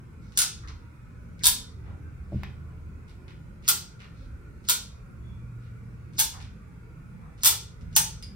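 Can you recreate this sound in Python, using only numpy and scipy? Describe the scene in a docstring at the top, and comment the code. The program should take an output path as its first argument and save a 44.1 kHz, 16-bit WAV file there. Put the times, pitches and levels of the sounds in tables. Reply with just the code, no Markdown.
"""A hand caulking gun is squeezed and let go seven times in a small, hard-walled workspace.
At each release the trigger eases, then the spring drives the steel catch plate back along the rod in
uneven skips, to its stop: bursts of noise strike the gun's resonances, its jangling frame and steel rings.
Between releases filtered noise makes glove scuffs, taps and rubs; a gliding tone makes the rod's squeak.
Decaying modes make a footfall, a rattling burst a soft knock; shaped noise and hum make the ventilation."""
import sys
import numpy as np
from scipy import signal
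from scipy.fft import rfft, irfft, next_fast_len
from scipy.io import wavfile
from scipy.ndimage import uniform_filter1d

SR = 44100
rng = np.random.default_rng(int(sys.argv[2]) if len(sys.argv) > 2 else 0)


def to_wav(sig):
    """Store sig (one row per channel, or 1-D mono) as 16-bit WAV at the path in sys.argv[1].

    Samples outside -1..1 are clipped; the rate is SR.
    """
    pcm = np.clip(np.atleast_2d(sig), -1, 1) * 32767
    pcm = np.round(pcm).astype(np.int16)
    wavfile.write(sys.argv[1], SR, pcm.T)  # frames by channels


N = 368235

# the releases; the grip and the rod's travel shift the gun's resonances from one to the next:
# [t/s, cartridge f/Hz, nozzle f/Hz, frame f/Hz, rod f/Hz, catch plate f/Hz, body level below 2 kHz/dB]
RELEASES = [(0.373, 1515, 1308, 3490, 7210, 10000, -2.5), (1.436, 984, 1688, 3606, 8000, 10780, -5),
            (3.678, 1390, 1140, 4350, 7750, 14200, 0), (4.685, 1425, 980, 3807, 7880, 12500, -2),
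            (6.183, 885, 1580, 3540, 7000, 12300, -1.5), (7.432, 890, 1340, 3500, 7400, 13360, -1),
            (7.966, 880, 1830, 2900, 7780, 11250, 1.5)]


def amp(db):
    """Decibels to an amplitude factor."""
    return 10 ** (np.asarray(db) / 20)


def evened(x):
    """The same sound at rms 1."""
    return x / np.sqrt(np.mean(x ** 2) + 1e-20)


def read(points, hz):
    """A spectrum joined by straight lines on a log-frequency axis."""
    f, value = np.transpose(points)
    return np.interp(np.log(hz + 1), np.log(f + 1), value)


def add(mix, s, sound):
    """Lay a sound into the mix at s seconds, cut off at the end of the mix."""
    part = mix[max(round(s * SR), 0):][:len(sound)]
    part += sound[:len(part)]


def causal(gain_db):
    """The quickest (minimum-phase) impulse response with this gain curve, energy 1."""
    log_gain = np.log(amp(np.maximum(gain_db, gain_db.max() - 90)))
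    circle = np.concatenate([log_gain, log_gain[-2:0:-1]])
    spectrum = np.exp(np.conj(signal.hilbert(circle)))
    taps = np.fft.ifft(spectrum).real[:len(gain_db)]
    return taps / np.linalg.norm(taps)


def hump(centre_hz, octaves):
    """Impulse response of one resonance, 3 dB down at the given spread to either side."""
    hz = np.fft.rfftfreq(2048, 1 / SR) + 1
    gain_db = -3 * (np.log2(hz / centre_hz) / octaves) ** 2
    return causal(np.maximum(gain_db, -50))


def ring(hz, db, t60):
    """One mode: a sine that dies by 60 dB in t60 seconds."""
    t = np.arange(SR // 3) / SR
    return amp(db) * np.exp(-np.log(1000) * t / t60) * np.sin(2 * np.pi * hz * t)


def contact(length_s):
    """Surfaces chatter for an instant as they meet: a short noise burst with an even spectrum."""
    t = np.arange(512) / SR
    shape = np.exp(-(t / length_s) ** 4)
    burst = rng.standard_normal(len(t)) * shape
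    for _ in range(3):  # flatten the spectrum, then restore the shape in time
        burst = irfft(np.exp(1j * np.angle(rfft(burst)))) * shape
    return burst / np.linalg.norm(burst) * np.sqrt(length_s * SR)  # rms 1 over its length


def strike(contact_s=.0027, rattle_db=-7, rattle_s=0.01, rattles_per_s=1100):
    """Force of one strike: the landing, then a dying rattle of loose parts."""
    t = np.arange(SR // 8) / SR
    blow = contact(contact_s)
    hits = rng.standard_normal(len(t)) * (rng.random(len(t)) < rattles_per_s / SR)
    rattle = hits * np.exp(-t / rattle_s) * (t > contact_s)
    # the rattle's energy is set relative to the landing's
    force = amp(rattle_db) * rattle * np.linalg.norm(blow) / (np.linalg.norm(rattle) + 1e-9)
    add(force, 0, blow)
    return force


def swell(start_s, end_s, db, ramp_s):
    """Rise, hold and fall, in dB."""
    t = np.arange(N) / SR
    return db * np.clip(np.minimum(t - start_s, end_s - t) / ramp_s + .5, 0, 1)


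def drifting(x, patch_db=3.0):
    """The air noise wavers: narrow bands swell and fade, each for a fraction of a second."""
    z = signal.stft(x, SR, nperseg=2048)[2]
    patches = uniform_filter1d(rng.standard_normal(z.shape[1:]), size=3, axis=0)  # across frequency
    patches = evened(uniform_filter1d(patches, size=9, axis=1))  # across time
    return signal.istft(z * amp(patch_db * patches), SR, nperseg=2048)[1][:, :N]


def ventilation(air_db=-44, waver=0.27, waver_hz=4, rumble_top_hz=250, balance_db=0.4):
    """Duct rumble that swells with the fans, a thin air hiss, and wavering fan hum."""
    # colour of the air noise: [f/Hz, relative level/dB]
    air_colour = [(20, -18), (42, -3.5), (60, -1.5), (115, -5), (165, -7.5), (230, -14.5), (330, -22),
                  (470, -23), (700, -34.5), (1270, -29), (1440, -22.5), (1620, -35.5), (2400, -33.5),
                  (3000, -48), (9000, -50.5), (15000, -58)]
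    # how alike the air noise is at left and right: [f/Hz, likeness/1]
    air_likeness = [(50, 0.91), (130, 0.8), (290, 0.71), (640, 0.11), (1400, 0.0037)]
    # the fans' hum lines, each swelling once:
    # [f/Hz, steady level/dB, swell start t/s, swell end t/s, swell level/dB, ramp t/s]
    hum_lines = [(78.7, -57, 1.7, 3.3, 12.5, .94), (117.6, -54, 5.2, 6.1, 10, 0.24),
                 (165, -61, 7.82, 8.12, 14, .12), (55.2, -57.5, 7.9, 8.4, 7.5, .2)]
    rumble_share = 0.24  # the duct rumble takes this share of each swell's dB

    n = next_fast_len(N, True)
    hz, t = np.fft.rfftfreq(n, 1 / SR), np.arange(N) / SR
    left, other = rfft(rng.standard_normal((2, n)))
    same = np.clip(read(air_likeness, hz), -1, 1)
    right = same * left + np.sqrt(1 - same ** 2) * other
    z = np.array([left, right]) * amp(read(air_colour, hz)) * (hz > 12)
    air = irfft(z, n)[:, :N]
    rumble = irfft(z / (1 + (hz / rumble_top_hz) ** 4), n)[:, :N]
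    swells_db = [swell(*row[2:]) for row in hum_lines]
    extra = amp(rumble_share * sum(swells_db)) - 1
    air = amp(air_db) * evened(drifting(air + rumble * extra))
    for (line_hz, steady_db, *_), swell_db in zip(hum_lines, swells_db):
        a, b = rng.standard_normal((2, 256))
        drift = np.interp(t * 2 * waver_hz, np.arange(len(a)), a + 1j * b)
        hum = ((1 + waver * drift) * np.exp(2j * np.pi * line_hz * t)).real
        air += amp(steady_db + swell_db) * evened(hum)
    return air * amp([[-balance_db], [balance_db]])


def footfall():
    """Heel and sole set the floor's modes ringing, each at another spot, so with other signs."""
    # heel and sole landing; a softer landing rolls off lower: [t/s, level/dB, roll-off f/Hz]
    landings = [(2.321, -38, 890), (2.329, -33, 600), (2.345, -26, 285), (2.358, -21.5, 200)]
    # the floor's modes: [f/Hz, relative level/dB, t60/s]
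    floor_modes = [(55, -11.5, 0.66), (76.5, -9, 0.14), (131.3, -5, 0.2), (201, 0, 0.11), (339, 0, 0.065),
                   (465, -16, 0.072), (604, 4, 0.053)]

    out = np.zeros(N)
    low_pass = signal.butter(4, 800, fs=SR, output="sos")
    for s, level_db, top_hz in landings:
        thud = 0
        for hz, db, t60 in floor_modes:
            thud = thud + rng.choice([-1, 1]) * ring(hz, db, t60) / (1 + (hz / top_hz) ** 4)
        add(out, s, amp(level_db) * signal.sosfilt(low_pass, thud))
    return out


def snapping(snap_s=2.434, snap_db=-34, spray_db=-37):
    """One dry knock: a short rattle heard directly, and the mid-range that it throws into the room."""
    # colour of the direct knock: [f/Hz, relative level/dB]
    snap_colour = [(200, -11), (700, 0), (1400, 1), (1900, -4), (2500, 1), (3000, -12), (4000, -21),
                   (9000, -30), (14000, -26)]

    tick, spray = np.zeros(N), np.zeros(N)
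    hz = np.fft.rfftfreq(2048, 1 / SR)
    force = strike(contact_s=0.0015, rattle_db=-6, rattle_s=0.0042, rattles_per_s=3000)
    add(tick, snap_s, amp(snap_db) * signal.fftconvolve(force, causal(read(snap_colour, hz))))
    add(spray, snap_s, amp(spray_db) * signal.fftconvolve(force, hump(centre_hz=1750, octaves=0.75)))
    return tick, spray


def stroke(length_s, grain_db=3.5):
    """Grainy stick-slip that swells and fades."""
    n = int(length_s * SR)
    grain = np.minimum(rng.exponential(1, SR // 2), 5)
    slips = (rng.standard_normal(SR // 2) * amp(grain_db * grain))[:n]
    return evened(slips) * signal.windows.tukey(n, .7)


def rubbing():
    """Longer strokes of sleeve and rod through one resonance each; the narrowest ones squeak."""
    # sleeve and rod rubbing or squeaking: [t/s, length/s, level/dB, centre f/Hz, spread/octaves]
    rubs = [(0.19, 0.15, -69.5, 4460, 0.39), (1.805, 0.15, -54.5, 640, 0.93),
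            (1.999, 0.074, -57, 1540, 0.028), (2.265, 0.27, -62.5, 1790, 0.81),
            (2.636, 0.094, -59, 800, 0.63), (4.114, 0.18, -67.5, 3760, 0.41), (4.325, 0.18, -64, 370, 0.26),
            (5.18, 0.17, -68.5, 3403, 0.0063), (5.581, 0.13, -67.5, 1996, 0.79),
            (7.173, 0.12, -56, 910, 0.52), (7.949, 0.033, -23.5, 6200, 0.13)]

    out = np.zeros(N)
    for s, length_s, db, centre_hz, octaves in rubs:
        add(out, s, amp(db) * signal.fftconvolve(stroke(length_s), hump(centre_hz, octaves)))
    return out


def squeaking(glide_s=.005, rough=.6, rough_hz=700, octave_db=-17, fade_db=5):
    """As the gun is lifted away the rod sticks and slips in its guide: a rough squeak, falling in pitch."""
    start_s, length_s, level_db = 8.2245, .022, -44
    start_hz, end_hz = 5400, 4810

    t = np.arange(0, length_s, 1 / SR)
    hz = end_hz + (start_hz - end_hz) * np.exp(-t / glide_s)
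    a, b = rng.standard_normal((2, 128))
    grip = 1 + rough * np.interp(t * rough_hz, np.arange(len(a)), a + 1j * b)
    turn = np.exp(2j * np.pi * np.cumsum(hz) / SR)
    tone = (grip * (turn + amp(octave_db) * turn ** 2)).real  # squaring gives the octave
    shape = signal.windows.tukey(len(t), .1) * amp(-fade_db * t / length_s)
    out = np.zeros(N)
    add(out, start_s, amp(level_db) * evened(shape * tone))
    return out


def tapping(contact_s=0.0026):
    """Light, damped contacts: a short burst through one broad resonance each."""
    # fingers and trigger tap the gun: [t/s, level/dB, centre f/Hz, spread/octaves]
    taps = [(0.635, -39, 1330, 0.3), (0.675, -42, 1700, 0.88), (0.683, -39, 1150, 0.34),
            (0.684, -42, 4530, 0.3), (0.698, -54, 3520, 0.56), (1.409, -41.5, 1793, 0.24),
            (3.287, -55.5, 2270, 0.6), (4.003, -56, 2200, 0.71), (4.044, -48.5, 2300, 0.69),
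            (6.338, -37, 997, 0.39), (6.402, -44, 2000, 0.79), (6.425, -44.5, 2800, 0.71),
            (8.225, -39, 3460, 0.81)]

    out = np.zeros(N)
    for s, db, centre_hz, octaves in taps:
        add(out, s, amp(db) * signal.fftconvolve(contact(contact_s), hump(centre_hz, octaves)))
    return out


def drag(length_s, rise_s=0.0062, fade_db=9, slips_per_s=330, grain_db=6):
    """Separate slips of uneven size that start softly and die away."""
    t = np.arange(SR // 4) / SR
    grain = np.minimum(rng.exponential(1, len(t)), 3)
    sizes = rng.choice([-1, 1], len(t)) * amp(grain_db * grain)
    slips = sizes * (rng.random(len(t)) < slips_per_s / SR)
    slips = slips * np.minimum(t / rise_s, 1) * amp(-fade_db * t / length_s)
    return evened(slips[t < length_s])


def scuffing():
    """Crackly drags through one resonance each: the glove on the grip, the trigger before each release."""
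    # the glove creaks on the grip: [t/s, level/dB, length/s, centre f/Hz, spread/octaves]
    scuffs = [(0.672, -54.5, 0.032, 2100, 0.74), (3.075, -61.5, 0.043, 2250, 0.91),
              (3.279, -54.5, 0.033, 1875, 0.73), (3.634, -56, 0.031, 2530, 0.68),
              (3.988, -53.5, 0.068, 1650, 0.83), (6.342, -55, 0.059, 1110, 0.55),
              (6.408, -56, 0.048, 2420, 0.8), (7.803, -64, .03, 3280, 0.67)]
    ease_s, ease_db, ease_hz, ease_octaves = 0.057, -62.5, 3172, 0.71  # lasts until the release

    out = np.zeros(N)
    easings = [(row[0] - ease_s, ease_db, ease_s, ease_hz, ease_octaves) for row in RELEASES]
    for s, db, length_s, centre_hz, octaves in scuffs + easings:
        add(out, s, amp(db) * signal.fftconvolve(drag(length_s), hump(centre_hz, octaves)))
    return out


def gun_body(peaks_hz, body_db, ripple_db=1.44):
    """Broad resonances of the gun, rippled by its many small, quickly damped modes: (Hz, dB)."""
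    # colour of a strike on the gun: [f/Hz, relative level/dB]
    gun_colour = [(100, -34), (450, -13), (720, -12), (900, -4), (1400, -1.5), (1950, -4), (2600, -4),
                  (3500, 0), (6200, 1), (8100, 1.5), (8900, -0.5), (11000, -1.5), (15500, -2.5)]
    # how far cartridge, nozzle, frame, rod and catch plate stand out: [level/dB, half-width f/Hz]
    parts = [(12, 65), (7, 68), (5, 110), (3.5, 400), (5.5, 710)]

    hz = np.fft.rfftfreq(4096, 1 / SR)
    gain_db = read(gun_colour, hz) + body_db / (1 + (hz / 2000) ** 4)
    for peak_hz, (peak_db, width_hz) in zip(peaks_hz, parts):
        gain_db += peak_db / (1 + ((hz - peak_hz) / width_hz) ** 2)
    ripple = uniform_filter1d(uniform_filter1d(rng.standard_normal(len(hz)), size=11), size=9)
    ripple = evened(ripple - uniform_filter1d(ripple, size=50))  # keep only the fine unevenness
    return hz, gain_db + ripple_db * ripple


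def jangle(t60=.14, low_hz=2800, clatter_db=3.0, clatter_s=.003):
    """The steel frame's crowded modes blur into an untuned, clattering treble decay, energy 1."""
    t = np.arange(8192) / SR
    lumps = rng.standard_normal(len(t))
    clatter = amp(clatter_db * np.interp(t / clatter_s, np.arange(len(t)), lumps))
    shape = np.exp(-np.log(1000) * t / t60) * clatter
    x = rng.standard_normal(len(t)) * shape
    for _ in range(6):  # even out the spectrum and restore the decay in turn
        x = irfft(np.exp(1j * np.angle(rfft(x))))
        x *= shape / np.sqrt(abs(uniform_filter1d(x ** 2, size=64)) + 1e-14)
    x = signal.sosfilt(signal.butter(4, low_hz, "high", fs=SR, output="sos"), x)
    return x / np.linalg.norm(x)


def rising_noise(length_s=0.021, rise_db=26):
    """A short noise whose level climbs steadily in dB up to the release."""
    n = int(length_s * SR)
    return rng.standard_normal(n) * amp(np.linspace(-rise_db, 0, n))


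def release(row, steel_db=-36.0, jangle_db=-2.5, rising_db=-39):
    """A rising noise, then strikes that each ring the frame differently: a list of (start s, sound)."""
    # the catch plate striking the rod and its stop:
    # [t/s, level/dB, treble tilt above 5 kHz/(dB per octave)]
    strikes = [(0.3742, -17, -1.5), (0.3886, -15.5, -2), (0.4023, -23, -4), (0.4177, -19, -5.5),
               (1.4356, -23.5, -7), (1.442, -18.5, -7), (1.4555, -13, -2.5), (1.468, -9.5, 1.5),
               (3.6791, -19, -4), (3.687, -12, 1), (3.6943, -18, -1), (4.687, -19, -5), (4.696, -14.5, 1),
               (4.7005, -16.5, -1.5), (6.183, -29, -9), (6.188, -22, -4.5), (6.1924, -17, 0.5),
               (6.1994, -15, 0.5), (6.208, -21.5, 4), (7.434, -19.5, -3.5), (7.4469, -15, -1),
               (7.457, -12, -1), (7.4626, -14.5, 1.5), (7.4712, -11.5, 2), (7.4753, -23.5, 2),
               (7.9634, -9, 2), (7.9682, -20.5, -4.5)]
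    # short rings of the spring and rod: [f/Hz, relative level/dB, t60/s]
    steel_modes = [(894, -10.5, 0.16), (1450, -4, 0.15), (2130, -8.5, 0.18), (3490, -4.5, 0.1),
                   (3620, -6, .1), (4300, -9, 0.12), (5450, -7.5, 0.14), (6160, -5.5, 0.16),
                   (8150, -5.5, 0.16)]

    start_s, *peaks_hz, body_db = row
    hz, gain_db = gun_body(peaks_hz, body_db)
    rise = rising_noise()
    rings = sum(ring(*mode) * rng.uniform(0.38, 1) for mode in steel_modes)
    steel = amp(steel_db) * rings / len(steel_modes)
    rising_band = signal.fftconvolve(rise, hump(centre_hz=5460, octaves=0.28))
    sounds = [(start_s - len(rise) / SR, amp(rising_db) * rising_band)]
    for s, db, tilt_db in strikes:
        if abs(s - start_s) < .2:  # the strikes of this release
            octaves_up = np.log2(np.maximum(hz / 5000, 1))
            body = causal(gain_db + tilt_db * octaves_up)
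            response = signal.fftconvolve(amp(jangle_db) * jangle(), body)
            add(response, 0, body)
            add(response, 0, steel)
            sounds.append((s, amp(db) * signal.fftconvolve(strike(), response)))
    return sounds


def room(x, direct_db, tail_db=-1.5, build_s=0.00065, beam_hz=3000):
    """Mostly treble arrives directly; wall echoes and a dense tail follow, all later at the left port."""
    # decay of the tail: [f/Hz, t60/s]
    room_decay = [(200, 0.63), (1300, 0.28), (3500, 0.37), (6000, 0.36), (9200, 0.26), (15000, 0.2)]
    # wall echoes against the direct sound: [delay t/s, level/dB]
    wall_echoes = [(.0046, -7), (.0075, -16.5), (0.0126, -10), (0.0212, -19)]
    # likeness of the wall sound at the two ports, the lag aside: [f/Hz, likeness/1]
    walls_likeness = [(300, .6), (600, 0.7), (1100, .35), (1600, -0.083), (2300, -.85), (4600, -.25),
                      (7000, 0.61), (9000, 1), (15000, .7)]
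    port_lag_s = .000214

    n = SR // 2
    hz, t, z = signal.stft(rng.choice([-1., 1.], (2, n)), SR, nperseg=256)
    decay = np.exp(-np.log(1000) * t / read(room_decay, hz)[:, None])
    tail = signal.istft(z * decay, SR, nperseg=256)[1][:, :n]
    tail *= 1 - np.exp(-(np.arange(n) / SR / build_s) ** 2)
    walls = amp(tail_db) * tail / np.linalg.norm(tail, axis=1, keepdims=True)
    high_pass = signal.butter(1, beam_hz, "high", fs=SR)
    ray = amp(direct_db) * signal.lfilter(*high_pass, signal.unit_impulse(64))
    for paths in walls:
        for delay, db in wall_echoes:
            add(paths, delay + rng.uniform(-0.0003, .0003), amp(db) * ray)
    hz = np.fft.rfftfreq(n, 1 / SR)
    direct = rfft(ray, n)
    right, other = rfft(walls)
    same = np.clip(read(walls_likeness, hz), -1, 1)
    left = direct + same * right + np.sqrt(1 - same ** 2) * other
    left = left * np.exp(-2j * np.pi * hz * port_lag_s)
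    response = irfft(np.array([left, direct + right]), n)[:, :n * 4 // 5]
    return signal.oaconvolve(x[None], response, axes=1)


def scene(foot_room_db=-11, snap_room_db=-4, hands_direct_db=-2, gun_direct_db=1.0):
    """Gun through the room, hands' small noises more diffusely; footfall and knock arrive drier."""
    foot = footfall()
    snap, spray = snapping()
    small = scuffing() + tapping() + squeaking() + rubbing() + spray
    small = small + amp(foot_room_db) * foot + amp(snap_room_db) * snap
    out = foot + snap + room(small, hands_direct_db)[:, :N] + ventilation()
    for row in RELEASES:
        for start, sound in release(row):
            # each part radiates its own way, so each strike finds other paths
            for port, heard in zip(out, room(sound, gun_direct_db)):
                add(port, start, heard)
    return out


def record(dry):
    """The loudest peaks clip at full scale; then a low-pass limits the band."""
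    edge_hz = 16000
    band_limit = signal.firwin(511, edge_hz, window=("kaiser", 9), fs=SR)
    return signal.oaconvolve(np.clip(dry, -1, 1), band_limit[None], "same")


dry = scene()
out = record(dry)
to_wav(out)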